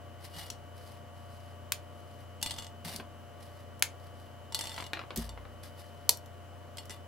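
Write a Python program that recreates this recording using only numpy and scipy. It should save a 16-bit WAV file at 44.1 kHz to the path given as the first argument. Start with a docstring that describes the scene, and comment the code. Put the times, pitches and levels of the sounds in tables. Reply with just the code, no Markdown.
"""In a small room with a humming fan, crisp snack sticks are snapped in two, three times, close by.
Each snap is a sharp pulse and a dying scatter of smaller ones, coloured by the stick's resonances.
Halves clatter on a plate of ringing modes, and roll and rock to rest; dull bounces knock on the wooden table.
Grainy friction makes the rummaging and the faint rub of fingers; bumps sound the table's low modes.
The fan is a set of unsteady hum lines over a soft rush of filtered noise."""
import sys
import numpy as np
from scipy import signal
from scipy.fft import rfft, irfft, next_fast_len
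from scipy.io import wavfile
from scipy.ndimage import map_coordinates

SR = 44100
rng = np.random.default_rng(int(sys.argv[2]) if len(sys.argv) > 2 else 0)


def store_wav(level_fs):
    """Save 16-bit WAV to argv[1]."""
    pcm = np.round(np.clip(np.atleast_2d(level_fs), -1, 1) * 32767)
    wavfile.write(sys.argv[1], SR, pcm.T.astype(np.int16))


N = 311787
T = np.arange(SR // 2) / SR  # time since a hit, s
HZ = np.fft.rfftfreq(4096, 1 / SR)  # frequency grid for the colour of a hit

# A stick breaks: t/s, level/dB, tilt/(dB per octave), lowest ring of the stick f/Hz, left-right/dB
SNAP_EVENTS = [(1.7212, -23.5, -1, 1410, 0), (3.8243, -17.5, -1.6, 1470, 1), (6.0927, -13, 0, 3100, 1)]
# Colour of a snap: f/Hz, level/dB
SNAP_COLOUR = [(60, -12), (400, -3), (900, 3.5), (2000, -1.5), (4100, 2), (5200, -1), (8400, -1.5),
               (11800, 0.5), (14500, -5)]

# A stick lands on the plate: t/s, level/dB
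CLINK_EVENTS = [(2.4272, -28.5), (2.4611, -33), (2.5084, -34.5), (2.5857, -38.5), (4.5233, -42.5),
                (4.5462, -27), (4.5909, -34), (4.6099, -34), (5.2922, -44.5), (6.7832, -40.5),
                (6.896, -43.5), (6.906, -43.5)]
# A stick ticks against another, off the plate: t/s, level/dB, tilt/(dB per octave)
TICK_EVENTS = [(0.5018, -35.5, 0.5), (2.4151, -44.5, 0), (2.9616, -36.5, 4), (3.7949, -50.5, 10),
               (5.1605, -32.5, 9), (5.1737, -32, 8), (6.172, -45, 7), (6.2598, -56, 4.5),
               (6.7714, -44.5, 1), (6.855, -52.5, 6)]
# Colour of a light, dry tap: f/Hz, level/dB
TAP_COLOUR = [(60, -1), (460, -7.5), (990, -6), (1830, -8), (2400, -7.5), (3200, 3), (4120, -0.5),
              (5500, 2), (8370, -6), (12000, -7), (14330, -13.5)]
# Ringing modes of the plate: f/Hz, level/dB, t60/s
PLATE_MODES = [(896, -6.5, 0.19), (1990, -4, 0.092), (2888, -0.5, 0.12), (3450, -2, 0.087),
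               (3565, -4.5, 0.17), (4400, -0.5, 0.094), (5320, -13, 0.096), (6400, -24, .1),
               (7440, 1.5, 0.081), (7740, -7.5, .09), (8170, 3, 0.065), (9300, -2.5, .08),
               (11000, 0, 0.075), (12900, -10.5, .14)]
CLINK_RING_DB, TICK_RING_DB = -3, -15.5  # plate ring against the dry hit; ticks hardly reach the plate
# Harder hits are brighter: level with no tilt in dB, dB per octave for each dB more
PLAIN_CLINK_DB, CLINK_BRIGHTENS = -29.5, 0.21

# Dropped halves rock and roll to rest: start t/s, length t/s, level of the first contacts/dB
SETTLE_EVENTS = [(2.454, 0.22, -43), (4.612, .27, -40)]
ROCK_GAP_S, ROCK_FADE_DB_PER_S = .021, 27  # mean time between contacts, and how fast they weaken

# A piece falls on the table and bounces: t/s, level/dB, loss per bounce/dB
KNOCK_EVENTS = [(2.9993, -41.5, 20), (4.7794, -36, 2.5), (4.9334, -30, 24), (4.9717, -39.5, 8),
                (4.9924, -37.5, 5.5), (5.1064, -38.5, 14), (5.3761, -44.5, 16), (5.453, -47.5, 14)]
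# Colour of a knock on wood: f/Hz, level/dB
KNOCK_COLOUR = [(60, -6.5), (460, -1), (990, 4.5), (1830, 1), (2860, -1.5), (4120, -5), (5920, -20),
                (8370, -28), (11400, -29), (14330, -44)]
BOUNCE_S = .0225  # flight between bounces
PLAIN_KNOCK_DB, KNOCK_BRIGHTENS = -37, 0.51  # level with no tilt in dB, dB per octave for each dB more

# A stick is dragged over the pile: start t/s, rise t/s, fall t/s, level/dB, plate ring/dB
RUB_EVENTS = [(.19, 0.061, 0.051, -51, -11), (.296, 0.088, 0.18, -45, -5), (2.845, 0.0035, 0.18, -40, -13),
              (2.914, 0.021, 0.045, -47.5, -7), (5.158, .003, 0.13, -40, -14),
              (5.628, 0.008, 0.078, -49.5, -25), (5.77, 0.026, 0.05, -54.5, -14),
              (6.768, 0.012, 0.12, -56.5, -3), (6.895, 0.016, 0.072, -48.5, -2)]
# Colour of crust scraping: f/Hz, level/dB
RUB_COLOUR = [(300, -8.5), (800, 0), (1400, -8.5), (2000, -3), (2500, -8), (3500, -6.5), (4800, -3.5),
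              (6800, -14), (9200, -9), (12500, -11), (16000, -21.5)]
# Fingers shift their grip on a stick: start t/s, end t/s, level/dB
GRIP_EVENTS = [(0.735, 1.016, -61.5), (1.126, 1.567, -68), (1.923, 2.275, -67.5), (3.36, 3.654, -67),
               (3.94, 4.366, -70), (5.66, 6.118, -69)]

# A hand presses on the pile and shakes the table: t/s, thud level/dB, thud pitch f/Hz, sway level/dB
BUMP_EVENTS = [(0.349, -42.5, 160, -54), (2.492, -51, 165, -64), (2.846, -36.5, 170, -82),
               (2.936, -39.5, 231, -59), (2.985, -37, 287, -75), (5.168, -24.5, 242, -35)]
# Low modes of the table: f/Hz, level/dB, t60/s
TABLE_MODES = [(165, -4.5, 0.21), (229, -5.5, 0.16), (273, -11, 0.041), (377.6, -3, 0.073), (452, -5, 0.14)]

# Hum lines of the fan and the mains: f/Hz, rms level/dB before waver and left-right balance
HUM_LINES = [(57.5, -82.5), (89.7, -51.5), (120, -62), (150, -68.5), (227.5, -67.5), (500, -66),
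             (575.3, -63), (599.6, -62.5), (699.6, -59.5), (1144, -67), (1400, -79.5), (1500, -76.5),
             (1900, -75.5), (2798, -78), (2898, -74.5), (2998, -68.5), (3098, -75.5)]
# Colour of the rush of air: f/Hz, level/dB
AIR_COLOUR = [(15, -59.5), (25, -20), (84, -9.5), (111, -6.5), (180, -16.5), (229, -9), (416, -13.5),
              (695, -15), (840, -16), (1160, -16.5), (2610, -28.5), (3080, -27.5), (3520, -32),
              (12900, -38.5), (16000, -39)]
# How alike the air is in both ears: f/Hz, likeness (1 = identical)
AIR_LIKENESS = [(60, 0.28), (300, .6), (1400, .65), (3100, 0.61), (7000, 0.067), (15000, .1)]
# Decay of the room: f/Hz, t60/s
ROOM_DECAY = [(200, 0.42), (1500, 0.18), (4500, 0.17), (9000, 0.15), (15000, 0.11)]
TOP_HZ = 15800  # upper band limit


def amp(db):
    """Decibels to gain."""
    return 10 ** (np.asarray(db) / 20)


def unit(x):
    """Scale x to rms 1."""
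    return x / np.sqrt(np.mean(x ** 2) + 1e-20)


def along(points, hz):
    """Read a curve of (f, value) points on a log frequency axis."""
    f, value = np.transpose(points)
    return np.interp(np.log(hz + 1), np.log(f + 1), value)


def fade(t, t60):
    """Exponential decay by 60 dB in t60 seconds."""
    return np.exp(-np.log(1000) * t / t60)


def tilted(hz, tilt):
    """Brightening in dB: tilt per octave about 5 kHz, flat below 1 kHz."""
    return tilt * np.log2(np.maximum(hz, 1000) / 5000)


def around(hz, centre_hz, fall_db):
    """A hump in dB that has dropped by fall_db one octave from its centre."""
    return -fall_db * np.log2(hz / centre_hz) ** 2


def balance(db):
    """Left gain up by db and right gain down by as much."""
    return amp([[db], [-db]])


def add(track, s, x):
    """Mix x into track at s seconds."""
    i = round(s * SR)
    track[:, i:i + x.shape[-1]] += x[..., :N - i]


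def wobble(rate):
    """A smooth random curve with rate knots a second."""
    knots = rng.standard_normal(int(N * rate / SR) + 4)
    return map_coordinates(knots, [np.arange(N) * rate / SR])


def filtered(x, response):
    """Shape x by a response of frequency."""
    m = next_fast_len(N + SR // 2)
    spectrum = rfft(x, m) * response(np.fft.rfftfreq(m, 1 / SR))
    return irfft(spectrum, m)[..., :N]


def pair(size, side_db):
    """Stereo noise that both ears share in part."""
    mid, side = rng.standard_normal((2, size))
    side = amp(side_db) * side
    return unit(np.array([mid + side, mid - side]))


def crack(colour_db, t60, first_db, side_db, lumpy_db):
    """A sharp pulse and a dying scatter through a stick's own resonances; rms 1 over the first 5 ms."""
    pulses = pair(len(T), side_db) * fade(T, t60)
    pulses /= np.linalg.norm(pulses[0])
    pulses[:, 0] += amp(first_db)
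    # random lumps in the spectrum stand for the resonances of this stick
    lumps = map_coordinates(rng.standard_normal(50).clip(-2, 2), [np.linspace(0, 49, len(HZ))])
    # folding the cepstrum makes the filter causal: the resonances ring after the pulse
    cepstrum = irfft(np.log(amp(colour_db + lumpy_db * lumps)))
    cepstrum[1:len(HZ) - 1] *= 2
    cepstrum[len(HZ):] = 0
    resonances = irfft(np.exp(rfft(cepstrum)))
    x = signal.fftconvolve(pulses, resonances[None], axes=1)[:, :len(T)]
    return x / np.sqrt(np.mean(x[:, :SR // 200] ** 2))


def plate_ring(colour, spread_db, ear_turn=0.72):
    """Decaying modes of the plate, with new strengths for each point of contact."""
    hz, db, t60 = np.transpose(PLATE_MODES)[:, :, None]
    hz = hz * (1 + .001 * rng.standard_normal(hz.shape))  # the shifting pile detunes the plate a little
    gain = amp(db + colour(hz) + spread_db * rng.standard_normal(hz.shape))
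    phase = rng.uniform(0, 2 * np.pi, hz.shape) + ear_turn * rng.standard_normal((2, *hz.shape))
    t = T[:len(T) // 2]
    modes = gain * fade(t, t60) * np.sin(2 * np.pi * hz * t + phase)
    return np.sum(modes, 1) / np.sqrt(np.sum(gain ** 2) / 2)


def in_room(x, wet_db):
    """Add the room's answer: a noise tail, new for each position, that decays at its own pace per band."""
    hz, t, z = signal.stft(pair(len(T), side_db=-8.0), SR, nperseg=256)
    tail = signal.istft(z * fade(t, along(ROOM_DECAY, hz)[:, None]), SR, nperseg=256)[1]
    tail *= 1 - np.exp(-np.arange(tail.shape[1]) / SR / 0.0016)  # soft onset
    tail /= np.linalg.norm(tail[0])
    return x + amp(wet_db) * signal.fftconvolve(x, tail, axes=1)[:, :x.shape[1]]


def snaps(below_db=-10):
    """The fracture runs through the crisp foam in a few milliseconds."""
    out = np.zeros((2, N))
    for s, db, tilt, ring_hz, pan_db in SNAP_EVENTS:
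        # a stick radiates little below its lowest ring
        bass_cut = below_db / (1 + (HZ / ring_hz) ** 8)
        colour = along(SNAP_COLOUR, HZ) + tilted(HZ, tilt) + bass_cut
        snap = crack(colour, t60=0.017, first_db=-3.5, side_db=-7, lumpy_db=.7)
        add(out, s, amp(db) * balance(pan_db / 2) * in_room(snap, wet_db=-10.0))
    return out


def tap(db, tilt, ring_db):
    """A light hit: the stick's own dry clink plus the ring of the plate."""
    colour = along(TAP_COLOUR, HZ) + tilted(HZ, tilt)
    hit = crack(colour, t60=0.024, first_db=-11.0, side_db=-6.0, lumpy_db=3)
    add(hit, 0, amp(ring_db) * plate_ring(lambda hz: tilted(hz, tilt), spread_db=2.5))
    return amp(db) * in_room(hit, wet_db=-9.0) * balance(.7)


def clink(db, ring_db):
    """A hit on the plate: the harder, the brighter."""
    return tap(db, CLINK_BRIGHTENS * (db - PLAIN_CLINK_DB), ring_db)


def hits():
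    """Sticks land on the plate and tick against each other."""
    out = np.zeros((2, N))
    for s, db in CLINK_EVENTS:
        add(out, s, clink(db, CLINK_RING_DB))
    for s, db, tilt in TICK_EVENTS:
        add(out, s, tap(db, tilt, TICK_RING_DB))
    return out


def friction():
    """Rough crusts catch and slip in dense tiny grains: the bare grains, and the scrape that they make."""
    grain_rate, grain_db = 7000, 3.5  # grains a second, spread of their levels in dB
    ridge_rate, ridge_db = 110, 2.2  # knots a second, depth in dB
    strengths = amp(grain_db * rng.standard_normal(N).clip(-2, 2))
    slips = (rng.random(N) < grain_rate / SR) * strengths
    slips *= amp(ridge_db * wobble(ridge_rate))  # the twisted ridges catch in clumps
    grains = unit(slips * pair(N, side_db=-7))
    scrape = filtered(grains, lambda hz: amp(along(RUB_COLOUR, hz)) * hz / (hz + 150))
    return grains, unit(scrape)


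def slide(crust, start, rise, fall, edge_db, ring_db, sing_hz, fall_db):
    """One stroke swells and dies by edge_db; its grains set the plate singing around sing_hz."""
    grains, scrape = crust
    i = np.arange(round(start * SR), min(round((start + rise + fall) * SR), N))
    stroke = amp(np.interp(i / SR - start, [0, rise, rise + fall], [-edge_db, 0, -edge_db]))
    stroke *= np.minimum((i[-1] - i) / SR / .02, 1)  # the slide comes to rest
    ring = plate_ring(lambda hz: around(hz, sing_hz, fall_db), spread_db=-0.5)
    ring /= np.linalg.norm(ring[0])
    x = amp(ring_db) * signal.fftconvolve(stroke * grains[:, i], ring, axes=1)
    add(x, 0, stroke * scrape[:, i])
    return in_room(x, wet_db=-9.5) * balance(.9)


def settling(crust, roll_db=-9, roll_lead_s=0.045, count=14):
    """Dropped halves roll on the singing plate and rock in uneven contacts that tend to weaken."""
    out = np.zeros((2, N))
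    uneven, scatter_db = .3, 2  # timing spread in gaps, level spread in dB
    for start, length, db in SETTLE_EVENTS:
        roll_start = start - roll_lead_s
        roll = slide(crust, roll_start, roll_lead_s, length, edge_db=12, ring_db=0, sing_hz=3940, fall_db=10)
        add(out, roll_start, amp(db + roll_db) * roll)
        for k, (late, strength) in enumerate(rng.uniform(-1, 1, (count, 2))):
            t = (k + 1 + uneven * late) * ROCK_GAP_S
            contact = clink(db - ROCK_FADE_DB_PER_S * t + scatter_db * strength, ring_db=-4)
            add(out, start + t, contact * (t < length))
    return out


def knocks(count=3):
    """Dull bounces on the wooden table top, each weaker and darker than the last."""
    out = np.zeros((2, N))
    for s, first_db, loss_db in KNOCK_EVENTS:
        for k in range(count):
            db = first_db - k * loss_db
            tilt = KNOCK_BRIGHTENS * (db - PLAIN_KNOCK_DB)
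            colour = along(KNOCK_COLOUR, HZ) + tilted(HZ, tilt)
            hit = crack(colour, t60=0.028, first_db=-3.5, side_db=-9.5, lumpy_db=1.5)
            add(out, s + k * BOUNCE_S, amp(db) * in_room(hit, wet_db=-5.0))
    return out * balance(1)


def rubs(crust):
    """Sticks dragged over the pile scrape in strokes and make the plate sing."""
    out = np.zeros((2, N))
    for start, rise, fall, db, ring_db in RUB_EVENTS:
        rub = slide(crust, start, rise, fall, edge_db=19.5, ring_db=ring_db, sing_hz=2780, fall_db=33)
        add(out, start, amp(db) * rub)
    return out


def fingers(crust, ease_s=0.053, restless_db=2.5):
    """Skin rubs faintly and unevenly on the stick that it holds."""
    t = np.arange(N) / SR
    grip = np.zeros(N)
    for start, end, db in GRIP_EVENTS:
        grip += amp(db) * np.clip(np.minimum(t - start, end - t) / ease_s, 0, 1)
    scrape = crust[1]
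    return in_room(scrape * grip * amp(restless_db * wobble(18)), wet_db=-15)


def bumps(sway_hz=57.45, sway_t60=1.0, rise=0.015):
    """A soft push makes the table top thud in its modes and the whole table sway."""
    out, t = np.zeros((2, N)), np.arange(SR) / SR
    for s, thud_db, thud_hz, sway_db in BUMP_EVENTS:
        thud = np.zeros(len(t))
        for hz, db, t60 in TABLE_MODES:
            gain = amp(db + around(hz, thud_hz, fall_db=25.5))  # modes near the thud's pitch speak most
            tone = np.sin(2 * np.pi * (hz * t + rng.random()))
            thud += gain * fade(np.maximum(t - rise, 0), t60) * tone
        sway = fade(t, sway_t60) * np.sin(2 * np.pi * sway_hz * t)
        push = np.minimum(t / rise, 1)
        add(out, s, push * (amp(thud_db) * thud + amp(sway_db) * sway))
    return out * balance(.4)


def fan(air_db=-54.5, waver_db=1, drift=0.38):
    """Slightly unsteady hum lines over a soft rush of air."""
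    t = np.arange(N) / SR
    hum = np.zeros((2, N))
    for hz, db in HUM_LINES:
        phase = 2 * np.pi * (hz * t + rng.random()) + drift * wobble(3.05)
        level = np.sqrt(2) * amp(db + waver_db * wobble(4))
        hum += level * np.sin([phase, phase + 1.06])  # the ears hear it 1.06 rad apart

    def mid_side(hz):
        """Share the air between mid and side for the wanted likeness of the ears."""
        turn = np.arccos(np.clip(along(AIR_LIKENESS, hz), -1, 1)) / 2
        return amp(along(AIR_COLOUR, hz)) * [np.cos(turn), np.sin(turn)]

    mid, side = filtered(rng.standard_normal((2, N)), mid_side)
    air = amp(air_db) * unit(np.array([mid + side, mid - side]))
    return hum * balance(1.3) + air * balance(.7)


def scene():
    """The handling of the sticks over the hum of the room."""
    crust = friction()
    sticks = snaps() + hits() + settling(crust) + knocks() + rubs(crust)
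    return sticks + fingers(crust) + bumps() + fan()


def record(dry):
    """Clip at full scale, then cut steeply above the band limit."""
    return filtered(np.clip(dry, -1, 1), lambda hz: 1 / np.sqrt(1 + (hz / TOP_HZ) ** 120))


dry = scene()
out = record(dry)
store_wav(out)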